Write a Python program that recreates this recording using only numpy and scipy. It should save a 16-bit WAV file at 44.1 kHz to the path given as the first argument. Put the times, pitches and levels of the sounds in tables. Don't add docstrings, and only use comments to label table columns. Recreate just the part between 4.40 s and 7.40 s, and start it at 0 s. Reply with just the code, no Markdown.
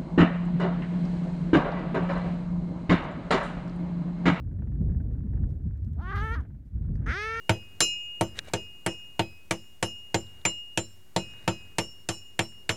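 import sys
import numpy as np
from scipy import signal
from scipy.fft import rfft, irfft, next_fast_len
from scipy.io import wavfile
from scipy.ndimage import uniform_filter1d

SR = 44100
rng = np.random.default_rng(int(sys.argv[2]) if len(sys.argv) > 2 else 0)


def undo_db(level):
    steps = np.asarray(level, float) / 20
    return 10 ** steps


def master(y):
    cut = np.clip(np.atleast_2d(y).T, -1, 1)
    pcm = np.round(cut * 32767)
    wavfile.write(sys.argv[1], SR, pcm.astype(np.int16))


N = 132300

# time in seconds, pitch in Hz, level in dB,
# mouth opening as a factor on the throat resonances, strain in dB, breath in dB.
FIRST_CRY_SWELLS = [
    (1.54, 182, -75, 0.22, -5, -4),
    (1.575, 215, -60.5, 0.57, -19.5, -12),
    (1.594, 253.2, -51, 0.75, -29, -12),
    (1.62, 339.4, -48, 0.76, -10.5, -7),
    (1.665, 365, -42.5, 0.95, -11.5, -13.5),
    (1.705, 392.9, -37.5, 0.99, -3, -20),
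    (1.719, 415, -36.5, 0.91, -13, -19),
    (1.728, 374, -36.5, 1, -6, -18),
]
FIRST_CRY_HELD = [
    (1.744, 399.4, -34, 0.87, -25, -22),
    (1.759, 408.4, -36, 1.08, -6, 3.5),
    (1.781, 412.3, -35, 0.93, -9, -4),
    (1.805, 410, -37, 0.94, -4.5, -2),
    (1.832, 438.6, -35, 0.93, -8.5, -3),
    (1.904, 442.7, -36.5, 0.96, -7, -4.5),
    (1.924, 459.3, -35, 0.97, -9.5, -7.5),
    (1.95, 472.5, -37.5, 1.03, -6.5, -1),
]
FIRST_CRY_CREAKS = [
    (1.958, 331, -41.5, 0.92, -4, -8),
    (1.976, 314.7, -43.5, 0.96, -16, -7),
    (1.996, 287, -49.5, 1, -16, -2),
    (2.011, 249, -52.5, 0.76, -5, 5),
    (2.019, 214, -65, 0.78, -6, 0),
    (2.042, 191, -72, .9, 0, 9),
]
SECOND_CRY = [
    (2.661, 209, -37.5, 0.98, 11.5, 4),
    (2.668, 212.5, -38, 0.89, -2, 5.5),
    (2.696, 241.5, -32.5, 1.08, 2, -7.5),
    (2.72, 310.8, -32, 1.07, 3.5, -11),
    (2.751, 365.8, -33.5, 0.93, 4, -15),
    (2.781, 406.1, -33, 0.99, 4.5, -16),
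    (2.821, 425, -33, 1.063, 3, 4),
    (2.87, 443, -32.5, 1.05, -2.7, -2.5),
    (3.0, 460.2, -32.5, 1.052, -0.5, -3.5),
]
# time in seconds, half length in seconds, roughness 0-1, pitch dip as a share.
FOLD_CATCHES = [(1.711, .003, .06, .01), (1.724, .003, .2, .02), (1.738, .004, .08, .0),
                (1.756, .003, .15, .01), (1.772, .005, .5, .04), (1.796, .007, .18, .02),
                (1.954, .003, .4, .0), (2.004, .006, .25, .0), (2.03, .012, .5, .0), (2.705, .012, .07, .0),
                (2.83, .006, .06, .0), (2.958, .007, .07, .003)]
# time in seconds, lift of one high band of harmonics in dB.
LARYNX_LIFT = [(1.6, 8), (1.7, -9), (1.77, 9.5), (1.81, 1), (1.825, -10), (1.915, -12), (1.945, 5.5),
               (1.97, -1), (2.66, -10), (2.7, -7), (2.725, -4), (2.82, 2), (2.9, 0.5), (3.0, -13)]
# resonance in Hz, width in Hz, level in dB.
HEAD_ASIDE = [
    [(420, 460, -10.5), (1210, 277, 5.5), (1700, 396, -2), (2030, 400, -8.5)],
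    [(3130, 1160, -15.5), (4160, 1900, -26.5), (6170, 1100, -29)],
    [(7600, 640, -38), (10700, 2600, -48), (13200, 1700, -49)],
]
HEAD_FACING = [
    [(415, 190, -5.5), (1423, 510, 3), (1890, 550, -1), (2420, 260, -7.5)],
    [(3380, 1300, -20.5), (5020, 1780, -24.5), (6260, 440, -27.5)],
    [(8630, 1000, -42.5), (10400, 2600, -49.5), (14500, 1900, -58.5)],
]
# centre in Hz, width in Hz, depth in dB.
SIDE_CAVITIES = [
    (1060, 120, -8),
    (7350, 300, -10),
]
# time in seconds, centre in Hz.
SNOW_ECHO_NOTCH = [(1.76, 14300), (1.81, 13500), (1.88, 12500), (1.96, 12200), (2.665, 8900), (2.72, 10200),
                   (2.8, 11800), (2.9, 12800), (3.0, 13000)]
# start in seconds, level in dB, pitch in Hz.
ICE_PINGS = [
    (2.552, -65.5, 5800),
    (2.556, -48, 1800),
    (2.556, -58.5, 4600),
    (2.557, -67, 6400),
    (2.592, -54.5, 1700),
]
# start in seconds, level in dB.
CRUST_TICKS = [(0.517, -68), (0.7298, -63.5), (1.0904, -73.5), (1.1044, -61), (1.121, -61.5), (1.3747, -62),
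               (1.4473, -57), (1.4594, -67.5), (1.48, -61), (1.5329, -57), (2.4317, -65), (2.4626, -61.5),
               (2.5556, -64), (2.5665, -60)]
# start in seconds, level in dB.
FUR_SLIDES = [
    (1.085, -77.5),
    (1.44, -83.5),
    (2.25, -81.5),
]
# frequency in Hz, level in dB.
SNOW_SPECTRUM = [(1500, -18), (3000, -0.5), (5500, -2.5), (10000, -6), (15500, -10)]
# time in seconds, gust level in dB, roar above the rumble in dB.
WIND_GUSTS = [(0.0, -33.5, 3), (0.39, -29, 5.1), (0.42, -23.5, 3.5), (0.81, -31.5, 5.9), (1.04, -24.5, 1.6),
              (1.2, -36.5, 8.2), (1.27, -27.5, -6), (1.39, -36, 0.5), (1.44, -29.5, -3.5), (1.7, -34.5, 3),
              (1.73, -30, -3.2), (2.0, -31.5, 3.7), (2.07, -41, 5.5), (2.31, -44.5, 2.5),
              (2.36, -30.5, -3.3), (2.71, -28.5, 8), (2.77, -43.5, -8.5), (3.0, -43.5, 7.5)]
# frequency in Hz, level in dB.
RUMBLE_SPECTRUM = [(14, -45.5), (26, -12.5), (55, 5.5), (110, -1.5), (236, -17), (450, -37), (1000, -60),
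                   (2000, -88.5)]
# start in seconds, peak level in dB.
WINDSCREEN_BUFFETS = [
    (0.407, -20),
    (1.25, -22),
    (1.428, -24),
    (1.57, -26),
    (1.742, -25),
    (1.815, -20),
    (1.965, -22.5),
    (2.119, -34.5),
    (2.346, -27),
    (2.495, -20.5),
]
# start in
# seconds, level in dB.
STRONG_FLAPS = [(0.0333, -83), (0.0633, -89), (0.1116, -59), (0.1605, -66), (0.1878, -58.5), (0.2199, -49.5),
                (0.2698, -56), (0.3172, -56.5), (0.3533, -58), (0.4035, -60.5), (0.423, -67.5),
                (0.4953, -54), (0.5168, -57), (0.5448, -56), (0.6014, -51), (0.631, -78), (0.7014, -68.5),
                (0.7114, -61), (0.749, -60), (0.778, -58.5), (0.815, -79), (0.8435, -72), (0.8675, -59.5),
                (0.9018, -63.5), (0.933, -54.5), (0.9652, -59), (0.974, -56), (1.0246, -65), (1.0355, -53.5),
                (1.076, -73), (1.127, -77.5), (1.1507, -75), (1.1972, -64.5), (1.299, -73), (1.3553, -62.5),
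                (1.4194, -65.5), (1.5095, -76), (1.5394, -66.5),
                (0.667, -67), (1.556, -67), (2.016, -54), (2.034, -58), (2.0496, -53), (2.1014, -59.5),
               (2.1462, -63), (2.3494, -76), (2.387, -70.5), (2.427, -66), (2.449, -69), (2.4818, -61.5),
               (2.5162, -81), (2.578, -58), (2.61, -83.5), (2.617, -57), (2.624, -57), (2.639, -55)]
# frequency in Hz, level in dB.
FLAP_SPECTRUM = [(400, 2.5), (800, 2), (1150, -3.5), (1750, 2), (2300, -13), (3200, -23), (4500, -39.5)]
# frequency in Hz, level in dB.
FLUTTER_SPECTRUM = [(500, 6), (900, -1), (1700, -0.6), (2200, -14), (3000, -27.5), (4500, -39.5)]
# frequency in Hz, level in dB.
HISS_SPECTRUM = [(500, 0.5), (1000, -14), (2000, -14), (3000, -21), (5000, -25.5), (9000, -27),
                 (16000, -29.5)]
# frequency in Hz, level in dB.
WHINE_TONES = [(14606, -95)]

ROUGH, CALL_ROUGH = .036, .022
TIRING_DB_PER_S = 24


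def evened(x):
    return x / np.sqrt(np.mean(x ** 2) + 1e-20)


def read(points, hz):
    f, value = np.transpose(points)
    return np.interp(np.log(hz + 1), np.log(f + 1), value, left=-90, right=-90)


def colour(x, gain_db):
    size = next_fast_len(len(x) + 2048)
    gain = undo_db(gain_db(np.fft.rfftfreq(size, 1 / SR)))
    return irfft(rfft(x, size) * gain, size)[:len(x)]


def slow(size):
    return evened(uniform_filter1d(uniform_filter1d(rng.standard_normal(N), size), size))


def resonate(x, hz, width):
    turn = np.exp(2j * np.pi * np.cumsum(hz * np.ones(len(x))) / SR)
    r = np.exp(-np.pi * width / SR)
    return 2 * (turn * signal.lfilter([(1 - r) ** 2], [1, -2 * r, r * r], x / turn)).real


def cry(rows, rough, head, tiring_db_per_s):
    s, *columns = np.transpose(rows)
    first = round(s[0] * SR)
    t = np.arange(first, min(N, round(s[-1] * SR))) / SR
    curves = (uniform_filter1d(np.interp(t, s, c), size=200) for c in columns)
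    hz, level_db, mouth, strain_db, breath_db = curves
    catch, turns = vocal_folds(t, hz, rough)
    tract = throat(head, hz, mouth, strain_db, breath_db)
    voice = fold_harmonics(t, hz, catch, turns, tract)
    tired_rough = rough * undo_db(tiring_db_per_s * (t - t[0]))
    voice = voice + breath_puffs(tired_rough, catch, turns, tract)
    voice = colour(voice, lambda f: sum(db * np.exp(-.5 * ((f - c) / w) ** 2) for c, w, db in SIDE_CAVITIES))
    notch_hz = np.interp(t, *np.transpose(SNOW_ECHO_NOTCH))
    voice = voice - .8 * resonate(voice, notch_hz, 1500)
    voice = voice / np.sqrt(uniform_filter1d(voice ** 2, size=900))
    fade_end = s[-1] + (s[-1] > 2.9)
    edge = np.clip(np.minimum(t - s[0], fade_end - t) / .002, 0, 1)
    out = np.zeros(N)
    out[first:first + len(t)] = voice * edge * undo_db(level_db)
    return out


def vocal_folds(t, hz, rough):
    near = [np.exp(-.5 * ((t - at) / half) ** 2) for at, half, _, _ in FOLD_CATCHES]
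    catch = sum(n * c[2] for n, c in zip(near, FOLD_CATCHES))
    dipped_hz = hz * (1 - sum(n * c[3] for n, c in zip(near, FOLD_CATCHES)))
    jitter = .008 * ((rough + catch) / ROUGH) ** .5 * slow(size=90)[:len(t)]
    return catch, np.cumsum(dipped_hz * (1 + jitter)) / SR


def throat(head, hz, mouth, strain_db, breath_db):
    moving, upper, air = head
    tense_db = [0, 0, 0, 17.5 * np.log2(hz / 440)]
    edge_db = [0, 0, .6 * breath_db]
    # Hz, width in Hz, gain, whether catches rasp in it
    tract = [(f * mouth, w, undo_db(db + d), 1) for (f, w, db), d in zip(moving, tense_db)]
    tract += [(f, w, undo_db(db + strain_db + d), 1) for (f, w, db), d in zip(upper, edge_db)]
    tract += [(f * (hz / 440) ** .12, w, undo_db(db + breath_db), 0) for f, w, db in air]
    return tract


def fold_harmonics(t, hz, catch, turns, tract):
    k = np.arange(1, 60)[:, None]
    power = sum(g ** 2 / (1 + (2 * (k * hz - f) / w) ** 2) ** 2 for f, w, g, _ in tract)
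    chance = rng.standard_normal((N // 300, 59)).T
    step, part = np.divmod(np.arange(len(t)) / 350, 1)
    step = step.astype(int)
    waver = chance[:, step] * (1 - part) + chance[:, step + 1] * part
    shrill_db = np.interp(t, *np.transpose(LARYNX_LIFT))
    narrowed_db = shrill_db / (1 + (3670 / (k * hz)) ** 12) / (1 + (k * hz / 5610) ** 12)
    shimmer_db = 2.2 * waver * np.minimum(k / 8, 1) ** 2
    power = power * undo_db(2 * narrowed_db + 2 * shimmer_db)
    lag = sum(np.arctan(2 * (k * hz - f) / w) for f, w, _, _ in tract[1:3])
    waves = np.sqrt(power) * (k * hz < 15500) * np.cos(2 * np.pi * k * turns - lag)
    voice = (1 - catch) * np.sqrt(hz / 400) * waves.sum(0)
    return voice * (1 + .5 * catch * np.cos(np.pi * turns))


def breath_puffs(rough, catch, turns, tract):
    gate = 4 * (.25 + np.exp(-(turns % 1) / .3))
    puffs = 0
    for f, w, g, raspy in tract:
        centre = np.mean(f)
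        lift = rough * undo_db(11.5 * abs(np.log2(centre / 1000)))
        lift = lift + 2 * catch * raspy * (700 < centre < 4800)
        patches = undo_db(2.8 * slow(size=600)[:len(turns)])
        noise = rng.standard_normal(N)[:len(turns)]
        puffs = puffs + g * resonate(lift * gate * patches * noise, f, w)
    return puffs


def ice_pings():
    t, decay_s = np.arange(N) / SR, .0013
    return sum(undo_db(db) * np.sin(2 * np.pi * hz * (t - s)) * (t > s) * np.exp(-abs(t - s) / decay_s)
               for s, db, hz in ICE_PINGS)


def bursts(rows, length_s, spectrum, trim_db):
    t, shape = np.arange(N) / SR, np.zeros(N)
    for s, db in rows:
        u = np.clip((t - s) / length_s, 0, 30)
        shape += undo_db(db + trim_db) * (1 - np.exp(-8 * u)) * np.exp(-u)
    noise = colour(rng.standard_normal(N), lambda f: read(spectrum, f))
    return shape * noise / np.sqrt(uniform_filter1d(noise ** 2, size=200))


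def snow_contact():
    ticks = bursts(CRUST_TICKS, .0014, SNOW_SPECTRUM, -7)
    return ticks + bursts(FUR_SLIDES, .041, SNOW_SPECTRUM, 0)


def gust_db(column=1):
    rows = np.transpose(WIND_GUSTS)
    return np.interp(np.arange(N) / SR, rows[0], rows[column])


def buffet_db():
    t, gust, length_s = np.arange(N) / SR, gust_db(), .018
    lift = np.zeros(N)
    for s, db in WINDSCREEN_BUFFETS:
        height_db = np.clip(db - 3.5 - gust[round(s * SR)], -8, 9)
        lift += height_db * np.exp(-((t - s - length_s) / length_s) ** 2)
    return lift


def wind():
    frames = N // 256 + 5
    a, b, patches = rng.standard_normal((frames, 513, 3)).T
    patches = evened(uniform_filter1d(uniform_filter1d(patches, size=4, axis=0), size=6, axis=1))
    cells = (a + 1j * b) * undo_db(1.8 * patches)
    noise = signal.istft(cells, nperseg=1024, noverlap=768)[1][:N]
    lumps = undo_db(.8 * slow(size=700))
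    noise = evened(colour(noise * lumps, lambda f: read(RUMBLE_SPECTRUM, f)))
    noise = noise / np.sqrt(uniform_filter1d(uniform_filter1d(noise ** 2, size=3500), size=3500))
    rumble = colour(noise, lambda f: -40 / (1 + (f / 166) ** 4))
    roar, low = rumble, noise - rumble
    steady = roar / np.sqrt(uniform_filter1d(roar ** 2, size=5000) / np.mean(roar ** 2))
    return undo_db(gust_db()) * (low + steady * undo_db(gust_db(column=2))) * undo_db(buffet_db())


def windscreen_flaps():
    return bursts(STRONG_FLAPS, .0078, FLAP_SPECTRUM, -2.5)


def flutter():
    per_s, level_db = 93, -74.5
    hits = undo_db(5 * np.minimum(rng.exponential(1, N), 3)) * (rng.random(N) < per_s / SR)
    hits = np.minimum(hits, 2.5)
    shape = evened(.24 + signal.oaconvolve(hits, np.hanning(260))[:N])
    noise = evened(colour(rng.standard_normal(N), lambda f: read(FLUTTER_SPECTRUM, f)))
    return undo_db(level_db + .99 * (gust_db() + 29)) * shape * noise


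def scene():
    first_rows = FIRST_CRY_SWELLS + FIRST_CRY_HELD + FIRST_CRY_CREAKS
    pup = cry(first_rows, ROUGH, HEAD_ASIDE, 0) + cry(SECOND_CRY, CALL_ROUGH, HEAD_FACING, TIRING_DB_PER_S)
    snow = ice_pings() + snow_contact()
    return (pup + snow + wind() + windscreen_flaps() + flutter())[None]


def preamp_hiss():
    return undo_db(-79) * evened(colour(rng.standard_normal(N), lambda f: read(HISS_SPECTRUM, f)))


def whine():
    t = np.arange(N) / SR
    return sum(undo_db(db) * np.sqrt(2) * np.sin(2 * np.pi * hz * t) for hz, db in WHINE_TONES)


def low_pass(x):
    return signal.sosfilt(signal.butter(12, 15760, fs=SR, output="sos"), x)


def record(dry):
    return low_pass(dry + preamp_hiss() + whine())


dry = scene()
out = record(dry)
master(out)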